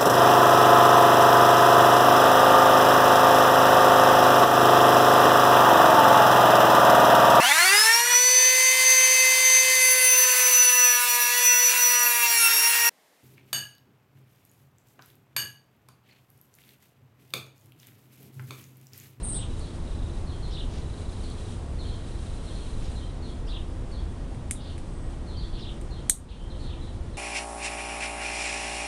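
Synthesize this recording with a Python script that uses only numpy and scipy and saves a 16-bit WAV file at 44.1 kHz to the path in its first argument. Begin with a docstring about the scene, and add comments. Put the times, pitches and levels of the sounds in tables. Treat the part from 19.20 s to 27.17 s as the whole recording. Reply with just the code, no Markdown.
"""Far traffic rumbles, a machine drones and leaves rustle throughout, all made of filtered noise and soft tones.
A small bird opens with a high falling buzz, a fast-swept whistle; sparrows chirp all along in quavering whistles.
Early on a distant bird trills in pulsed bouts, and a squirrel gnaws a nut: faint ticks that set the shell ringing.
Later come two sharp cracks of the shell, near 5.3 s and 6.9 s, and a second, much fainter buzz between them.
The loudest crack makes the recorder's gain control duck for half a second; a falling warble comes near the end."""
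import sys
import numpy as np
from scipy import signal
from scipy.fft import rfft, irfft
from scipy.io import wavfile
from scipy.ndimage import minimum_filter1d

SR = 44100
rng = np.random.default_rng(int(sys.argv[2]) if len(sys.argv) > 2 else 0)


def wav_out(sig):
    """Save sig, one row per channel (or a flat mono array), as 16-bit PCM at SR to the path in sys.argv[1]."""
    wavfile.write(sys.argv[1], SR, np.round(np.clip(np.atleast_2d(sig).T, -1, 1) * 32767).astype(np.int16))


N = 351477
TIME = np.arange(N) / SR


def from_db(db):
    """Turn decibels into a factor for the wave's height."""
    return 10 ** (np.asarray(db) / 20)


def rms_one(x):
    """Scale a sound to an average power of one."""
    return x / np.sqrt(np.mean(x ** 2) + 1e-20)


def level_curve(rows):
    """Join points of time and level with straight lines, giving dB at every sample."""
    s, db = np.transpose(rows)
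    return np.interp(TIME, s, db)


def add(out, s, sound):
    """Mix a sound in from a given second, cutting off what runs past the end."""
    start = max(int(s * SR), 0)
    part = sound[:max(N - start, 0)]
    out[start:start + len(part)] += part


def coloured_noise(spectrum):
    """Shape random noise to a spectrum and bring it to unit power."""
    hz, db = np.transpose(spectrum)
    bins = np.maximum(np.fft.rfftfreq(N, 1 / SR), 1)
    gain = from_db(np.interp(np.log(bins), np.log(hz), db))
    gain = gain * np.minimum(bins / hz[0], 1) ** 2  # fade out below the lowest point
    return rms_one(irfft(rfft(rng.standard_normal(N)) * gain, N))


def drift(rate):
    """Wander at random around zero with a spread of one, taking `rate` new values per second."""
    knots = rng.standard_normal(4096)
    return rms_one(np.interp(TIME * rate, np.arange(len(knots)), knots))


def resonate(x, hz, width_hz):
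    """Ring like a body with one favourite pitch, where the gain is one; a narrow width rings longer."""
    r = np.exp(-np.pi * width_hz / SR)
    top = np.array([1, 0, -1]) * (1 - r * r) / 2
    return signal.lfilter(top, [1, -2 * r * np.cos(2 * np.pi * hz / SR), r * r], x)


def band(x, low_hz, high_hz, order):
    """Keep only the sound between two frequencies."""
    sos = signal.butter(order, [low_hz, high_hz], "band", fs=SR, output="sos")
    return signal.sosfilt(sos, x)


def scatter(x, t60, gap):
    """Countless small echoes from leaves and branches start after `gap` s and sink 60 dB in `t60` s."""
    t = TIME[:SR // 2]
    echoes = rng.standard_normal(len(t)) * from_db(-60 * t / t60) * (t > gap)
    # together the echoes are as strong as the sound itself
    return signal.oaconvolve(x, echoes / np.linalg.norm(echoes))[:N]


def swell(s, length, rise_s, fall_s):
    """Rise from 0 to 1, hold, and be back at 0 when the length is over."""
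    return np.clip(np.minimum((TIME - s) / rise_s, (s + length - TIME) / fall_s), 0, 1)


def tone(hz):
    """Sound a pure sine of unit power that follows a pitch."""
    return np.sqrt(2) * np.sin(2 * np.pi * np.cumsum(hz) / SR)


# spectrum of the far roads: (f/Hz, level/dB per Hz)
ROAD_SPECTRUM = [(18, 0), (33, 1), (50, -2.5), (75, -3), (110, -9), (190, -16), (260, -18.5), (500, -25.5),
                 (1000, -32), (1600, -39.5), (2500, -44.5), (5000, -50), (9500, -57), (12000, -78.5)]
# loudness of the far roads: (t/s, level/dB)
ROAD_LEVEL = [(0.0, -31), (7.97, -32.5)]
# narrow bands in which a far machine drones: (f/Hz, width of each filter/Hz, level/dB)
MACHINE_BANDS = [(76, 27, -50.5), (252, 15.3, -54.5), (520, 29, -63), (1892, 29, -72)]
# distant engines that come and go: (t/s, length/s, f/Hz, level/dB)
ENGINE_PASSES = [(1.15, 1.5, 421.3, -53), (2.8, 2.01, 444, -61)]


def traffic(whine_hz=339, whine_db=-55.0, whine_waver=0.00568, engine_waver=0.00845, engine_fade_s=0.4):
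    """Far roads are noise, a machine's drone is noise in narrow bands, its whine and engines are wavering tones."""
    roads = from_db(level_curve(ROAD_LEVEL)) * coloured_noise(ROAD_SPECTRUM)
    hum = 0
    for hz, width_hz, db in MACHINE_BANDS:
        noise = rng.standard_normal(N)
        narrow = resonate(resonate(noise, hz, width_hz), hz, width_hz)
        hum = hum + from_db(db) * rms_one(narrow)
    # wavers are shares of the pitch
    whine = from_db(whine_db + 2 * drift(11)) * tone(whine_hz * (1 + whine_waver * drift(20)))
    engines = 0
    for s, length, hz, db in ENGINE_PASSES:
        level = from_db(db + 2 * drift(10)) * swell(s, length, engine_fade_s, engine_fade_s)
        engines = engines + level * tone(hz * (1 + engine_waver * drift(25.06)))
    return roads + hum + whine + engines


# spectrum of the moving leaves: (f/Hz, level/dB per Hz)
LEAF_SPECTRUM = [(1000, 8), (2000, 1), (3300, 8.5), (5000, 2), (7000, 2), (8300, 4), (9400, 5.5),
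                 (10300, -3), (10900, -7.5), (11700, -20), (13000, -110)]
# leaves in the slackening breeze, before gusts and flutter: (t/s, level/dB)
BREEZE_LEVEL = [(0, -56), (5.2, -60.5), (8, -61)]
# gusts: (t/s, length/s, rise in level/dB)
GUST_TIMES = [(1.446, 1, 5), (2.498, 1.39, 5)]
# brief brushing rustles, before flicker: (t at the middle/s, half length/s, level/dB)
BRUSH_TIMES = [(1.562, 0.056, -52.5), (3.66, 0.041, -53.5)]
# spectrum of the brushing: (f/Hz, level/dB per Hz)
BRUSH_SPECTRUM = [(1200, -13), (2200, 6.5), (5000, 7), (7000, 1.5), (11000, -18)]


def foliage(flutter_db=1.14, gust_build_s=0.78, gust_drop_s=0.13):
    """Leaves hiss in light air and gusts that build slowly and drop quickly; twice something brushes them."""
    gusts_db = sum(db * swell(s, length, gust_build_s, gust_drop_s) for s, length, db in GUST_TIMES)
    leaves_db = level_curve(BREEZE_LEVEL) + gusts_db + flutter_db * drift(25)
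    leaves = from_db(leaves_db) * coloured_noise(LEAF_SPECTRUM)
    strokes = sum(from_db(db) * np.exp(-((TIME - s) / half) ** 2) for s, half, db in BRUSH_TIMES)
    brushing = strokes * from_db(2.6 * drift(200)) * coloured_noise(BRUSH_SPECTRUM)
    return leaves + brushing


# bouts of trilling, levels before flicker and trim:
# (t/s, length/s, middle f/Hz, first pulses per s, last pulses per s, level/dB)
TRILL_BOUTS = [(-.1, 0.68, 3870, 27, 30, -62), (0.545, 0.53, 3870, 26.2, 27.5, -59),
               (1.475, 0.93, 3950, 23.5, 30, -60.5), (2.68, 1.38, 3970, 27, 28, -64)]


def distant_trill(sag=.15, rasp=.04, wander=.009, fade_s=0.16, flicker_db=-0.5, direct_db=-1, echo_db=-6):
    """A distant bird's raspy pulses quicken in each bout; each starts at a slightly different pitch and sags."""
    song = 0
    for s, length, hz, first_rate, last_rate, db in TRILL_BOUTS:
        rate = np.interp(TIME, [s, s + length], [first_rate, last_rate])
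        cycle = np.cumsum(rate * (TIME > s)) / SR % 1  # runs 0 to 1 in each pulse
        pulses = rms_one(np.sin(np.pi * cycle) ** 8)
        # sag, rasp and wander are shares of the pitch
        bend = 1 - sag * (cycle - .5) + rasp * drift(700) + wander * drift(first_rate)
        song = song + from_db(db) * swell(s, length, fade_s, fade_s) * pulses * tone(hz * bend)
    song = song * from_db(flicker_db * drift(18))
    return from_db(direct_db) * song + from_db(echo_db) * scatter(song, t60=0.29, gap=0.0035)


# a small bird's buzzes, one loud and one faint, before the throat and trim:
# (t/s, held for/s, starting f/Hz, level/dB)
BUZZ_TIMES = [(0.024, 0.14, 9150, -33), (5.711, .16, 8500, -61)]
# band the buzz is kept within: (low edge f/Hz, high edge f/Hz)
BUZZ_BAND = (7900, 9900)


def high_buzz(sweep_hz=300, swing_hz=660, jitter_hz=130, throat_hz=8350, throat_width_hz=1500,
              attack_s=0.01, release_db_per_s=270, steady_s=0.045, fall_s=0.125, fall_share=0.092,
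              direct_db=-8.5, echo_db=-1):
    """A thin whistle sweeps up and down so fast that it buzzes, loudest where it meets the throat's resonance."""
    voice, t = np.zeros(N), TIME[:SR // 2]
    uneven_sweep_hz = sweep_hz * (1 + .2 * drift(250)[:len(t)])
    sweep = np.sin(2 * np.pi * np.cumsum(uneven_sweep_hz) / SR)
    jitter = jitter_hz * drift(400)[:len(t)]
    for s, held_s, hz, db in BUZZ_TIMES:
        # the pitch holds, then slides down by fall_share
        fall = 1 - fall_share * np.clip((t - steady_s) / fall_s, 0, 1)
        swing = swing_hz * fall ** 4  # the sweep narrows as the pitch falls
        level_db = db - release_db_per_s * np.maximum(t - held_s, 0)
        level = np.minimum(t / attack_s, 1) * from_db(level_db)
        add(voice, s, level * tone(hz * fall + swing * sweep + jitter))
    voice = band(resonate(voice + 1e-18, throat_hz, throat_width_hz), *BUZZ_BAND, order=4)
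    return from_db(direct_db) * voice + from_db(echo_db) * scatter(voice, t60=0.078, gap=0.0022)


def whistle(contour, strokes_per_s=205, uneven=.4, edge_s=.005):
    """One unbroken whistle follows a contour while its pitch quavers in quick, uneven strokes."""
    s, *columns = np.transpose(contour)
    t = TIME[:int(max(s[-1] - s[0], .02) * SR)]
    hz, db, quaver = (np.interp(s[0] + t, s, c) for c in columns)
    pace, stray = (np.interp(t * strokes_per_s, np.arange(128), rng.standard_normal(128)) for _ in range(2))
    stroke_count = np.cumsum(strokes_per_s * (1 + .5 * uneven * pace)) / SR
    strokes = np.sin(2 * np.pi * (stroke_count + rng.random()))
    edges = np.minimum(np.minimum(t, t[-1] - t) / edge_s, 1)  # soft start and stop
    return from_db(db) * edges * tone(hz * (1 + quaver * (strokes + uneven * stray)))


def calls(motif, times):
    """A call repeats at its own level, pitch and tempo, swelling or fading as it goes."""
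    out = np.zeros(N)
    delay, hz, shape_db, quaver = np.transpose(motif)
    for s, db, pitch, tempo, end_db in times:
        level_db = db + shape_db + end_db * delay / delay[-1]
        contour = np.transpose([delay / tempo, hz * pitch, level_db, quaver])
        add(out, s + delay[0] / tempo, whistle(contour))
    return out


# All sparrow levels are before the final trim; quaver is a share of the pitch.
# a cheep slides down to a clean closing note: (t after the start/s, f/Hz, level/dB, quaver)
CHEEP_SHAPE = [(0, 4480, -3, .02), (.016, 4400, .5, .028), (.034, 4050, -2, .07), (.056, 3800, -5.5, .095),
               (.068, 3350, -3, .04), (.094, 3310, -4, .028)]
# when they cheep: (t/s, level/dB, pitch ratio, tempo ratio, change of level by the end/dB)
CHEEP_TIMES = [(0.402, -50.5, 1, 1.1, -2), (1.067, -51, 0.97, 1.1, 1), (1.225, -45.5, 0.96, 0.89, -9),
               (2.03, -48, 1, 1.2, -4), (2.585, -46.5, 0.96, 1.02, 0), (2.664, -49, 0.97, 1.05, 2),
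               (3.262, -51.5, 0.96, 1.55, 6), (3.349, -49.5, 0.97, 1.13, -1), (3.755, -48, 0.93, 1.2, 0),
               (4.02, -48.5, 0.98, 0.94, -4), (4.714, -50.5, 1, 1.03, 0.5), (5.354, -49.5, 0.87, 1.4, -2),
               (6.07, -50, 0.96, 0.86, 1), (6.167, -43.5, 1.03, 0.99, -4.5), (6.703, -51, 0.96, .95, 1),
               (7.297, -47.5, 0.93, 1.5, -5), (7.61, -48.5, 0.9, 0.89, -10), (7.935, -52.5, 0.92, 1.7, 0)]
# a chirrup sweeps up, warbles, dips and sinks away: (t after the start/s, f/Hz, level/dB, quaver)
CHIRRUP_SHAPE = [(.009, 2550, -8, .025), (.026, 3450, -3, .04), (.045, 3780, 0, .08), (.063, 3600, 0, .075),
                 (.072, 2620, -3.5, .035), (.085, 3450, 1.5, .055), (.1, 3650, .5, .09),
                 (.111, 3150, 1.5, .11), (.125, 2750, -1, .07)]
# the other side of the syrinx (the bird's voice box) opens it with a higher voice:
# (t after the start/s, f/Hz, level/dB, quaver)
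CHIRRUP_OVERVOICE = [(0, 5400, -16, .09), (.012, 5000, -8.5, .09), (.035, 4550, -8, .08),
                     (.056, 4250, -9, .06)]
# when they chirrup: (t/s, level/dB, pitch ratio, tempo ratio, change of level by the end/dB)
CHIRRUP_TIMES = [(0.121, -47, 1.02, 1.02, 0), (1.303, -45.5, 1.04, 1.05, 2), (4.263, -46, 1, 1.07, 1.5),
                 (6.383, -46.5, 1.03, 1.0, 0), (7.425, -57.5, 0.92, 1.02, 3)]
# short harsh scolds: (t/s, length/s, first f/Hz, last f/Hz, level/dB)
SCOLDS = [(5.401, .115, 3910, 3520, -51), (6.324, .08, 3940, 3390, -48.5), (7.085, 0.05, 3710, 3290, -48)]
# a plain soft whistle: (t/s, f/Hz, level/dB, quaver)
SOFT_WHISTLE = [(7.18, 3040, -58, 0.022), (7.22, 3115, -54, .025), (7.27, 3150, -56, .035)]
# one long falling warble: (t/s, f/Hz, level/dB, quaver)
LONG_WARBLE = [(7.393, 4320, -53, 0.027), (7.435, 4080, -51.5, 0.086), (7.487, 3800, -54, 0.064),
               (7.505, 3460, -50, 0.073), (7.55, 3200, -53, 0.12)]


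def sparrows(cheep_db=-4, chirrup_db=-2, scold_quaver=0.173):
    """Cheeps, scolds and a warble come from deep in the foliage, chirrups and a whistle from a nearer bird."""
    cheeps = calls(CHEEP_SHAPE, CHEEP_TIMES)
    add(cheeps, LONG_WARBLE[0][0], whistle(LONG_WARBLE))
    for s, length, first_hz, last_hz, db in SCOLDS:
        add(cheeps, s, whistle([(0, first_hz, db, scold_quaver), (length, last_hz, db, scold_quaver)]))
    chirrups = calls(CHIRRUP_SHAPE, CHIRRUP_TIMES) + calls(CHIRRUP_OVERVOICE, CHIRRUP_TIMES)
    add(chirrups, SOFT_WHISTLE[0][0], whistle(SOFT_WHISTLE))
    far_echoes = from_db(1) * scatter(cheeps, t60=.4, gap=.014)
    near_echoes = from_db(-2) * scatter(chirrups, t60=.27, gap=.01)
    return from_db(cheep_db) * (cheeps + far_echoes) + from_db(chirrup_db) * (chirrups + near_echoes)


# teeth breaking the shell, levels before the shell's ringing: (t/s, level/dB,
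# place from 0 = rim to 1 = wall, level of the low knock/dB, share thrown into the leaves/dB)
BITE_TIMES = [(0.3948, -38.5, 0.25, 0, 0), (2.1012, -36, 0.28, -6, -2), (3.7176, -40, 0.18, 4, 0),
              (5.147, -44, 0.28, 8, -3), (5.3106, -12.5, 0.02, -2, 0), (5.352, -41, .15, 11, 0),
              (5.58, -38, 0.045, 9, 2), (5.985, -54, 0.3, 3, 0), (6.6138, -38.5, .5, 0, -1),
              (6.8948, -27, 0.55, -3, 0), (6.8965, -15, 0.6, 0, -1), (6.8974, -4, 0.98, -0.5, .5)]
# pitches at which the shell's rim rings, the knock first: (f/Hz, width/Hz, level/dB)
RIM_RINGING = [(2240, 390, -5), (4200, 900, -15.5), (4660, 450, -16), (6300, 1400, -5), (7300, 1100, -2),
               (9560, 840, 0.5), (10000, 400, -29)]
# pitches at which the shell's wall rings, the knock first: (f/Hz, width/Hz, level/dB)
WALL_RINGING = [(1650, 480, -13.5), (3800, 620, -10), (5950, 440, -7), (6700, 560, -3), (8240, 520, 4),
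                (9800, 470, -5.5), (10800, 690, -8), (12300, 420, -12)]


def gnawing(split_s=.0005, grain_db=-5, branch_db=-3.0, leaves_db=-5, echo_low_hz=3400, echo_high_hz=10500):
    """Each split is a snap with a spray of tiny fractures that sets the shell ringing."""
    out, thrown, t = np.zeros(N), np.zeros(N), TIME[:SR // 50]
    for s, db, place, knock_db, thrown_db in BITE_TIMES:
        spray = rng.standard_normal(len(t)) * np.exp(-(t / split_s) ** 2)
        force = (t == 0) + from_db(grain_db) * spray / np.linalg.norm(spray)
        wall, snap = np.clip(place, 0, 1), 0
        for modes, share in ((RIM_RINGING, 1 - wall), (WALL_RINGING, wall)):
            for k, (hz, width_hz, mode_db) in enumerate(modes):
                level_db = db + mode_db + knock_db * (k == 0)
                # dividing by the width undoes the filter's weaker answer to a click when narrow
                height = share * from_db(level_db) * SR / (2 * np.pi * width_hz)
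                snap = snap + (-1) ** k * height * resonate(force, hz, width_hz)
        add(out, s, snap)
        add(thrown, s, from_db(thrown_db) * snap)
    # twigs and leaves are small, so they throw back mainly the treble
    bright = band(thrown + 1e-18, echo_low_hz, echo_high_hz, order=2)
    near = scatter(bright, t60=.04, gap=.0018)
    far = scatter(bright, t60=.19, gap=.008)
    return out + from_db(branch_db) * near + from_db(leaves_db) * far


def scene():
    """Add up everything heard from under the tree, as one channel."""
    background = traffic() + foliage()
    birds = distant_trill() + high_buzz() + sparrows()
    return (background + birds + gnawing())[None]


def gain_control(x, threshold_db=-12, slope=0.53, hold_s=0.11, release_db_per_s=20, attack_s=.01):
    """A peak over the threshold pulls the gain down; it holds, then creeps back."""
    over_db = slope * np.maximum(20 * np.log10(np.abs(x) + 1e-9) - threshold_db, 0)
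    half = int(hold_s * SR / 2)
    held_db = -minimum_filter1d(-over_db, 2 * half + 1, origin=half)
    # the cut can shrink no faster than the release
    release_db = release_db_per_s * TIME
    cut_db = np.maximum.accumulate(held_db + release_db) - release_db
    attack = np.exp(-1 / (attack_s * SR))
    return x * from_db(-signal.lfilter([1 - attack], [1, -attack], cut_db))


def record(dry, cutoff_hz=12600):
    """The recorder controls the gain, rounds the peaks and steeply cuts the top."""
    rounded = np.tanh(gain_control(dry[0]))
    top_cut = signal.ellip(10, .2, 70, cutoff_hz, fs=SR, output="sos")
    return signal.sosfilt(top_cut, rounded)[None]


dry = scene()
out = record(dry)
wav_out(out)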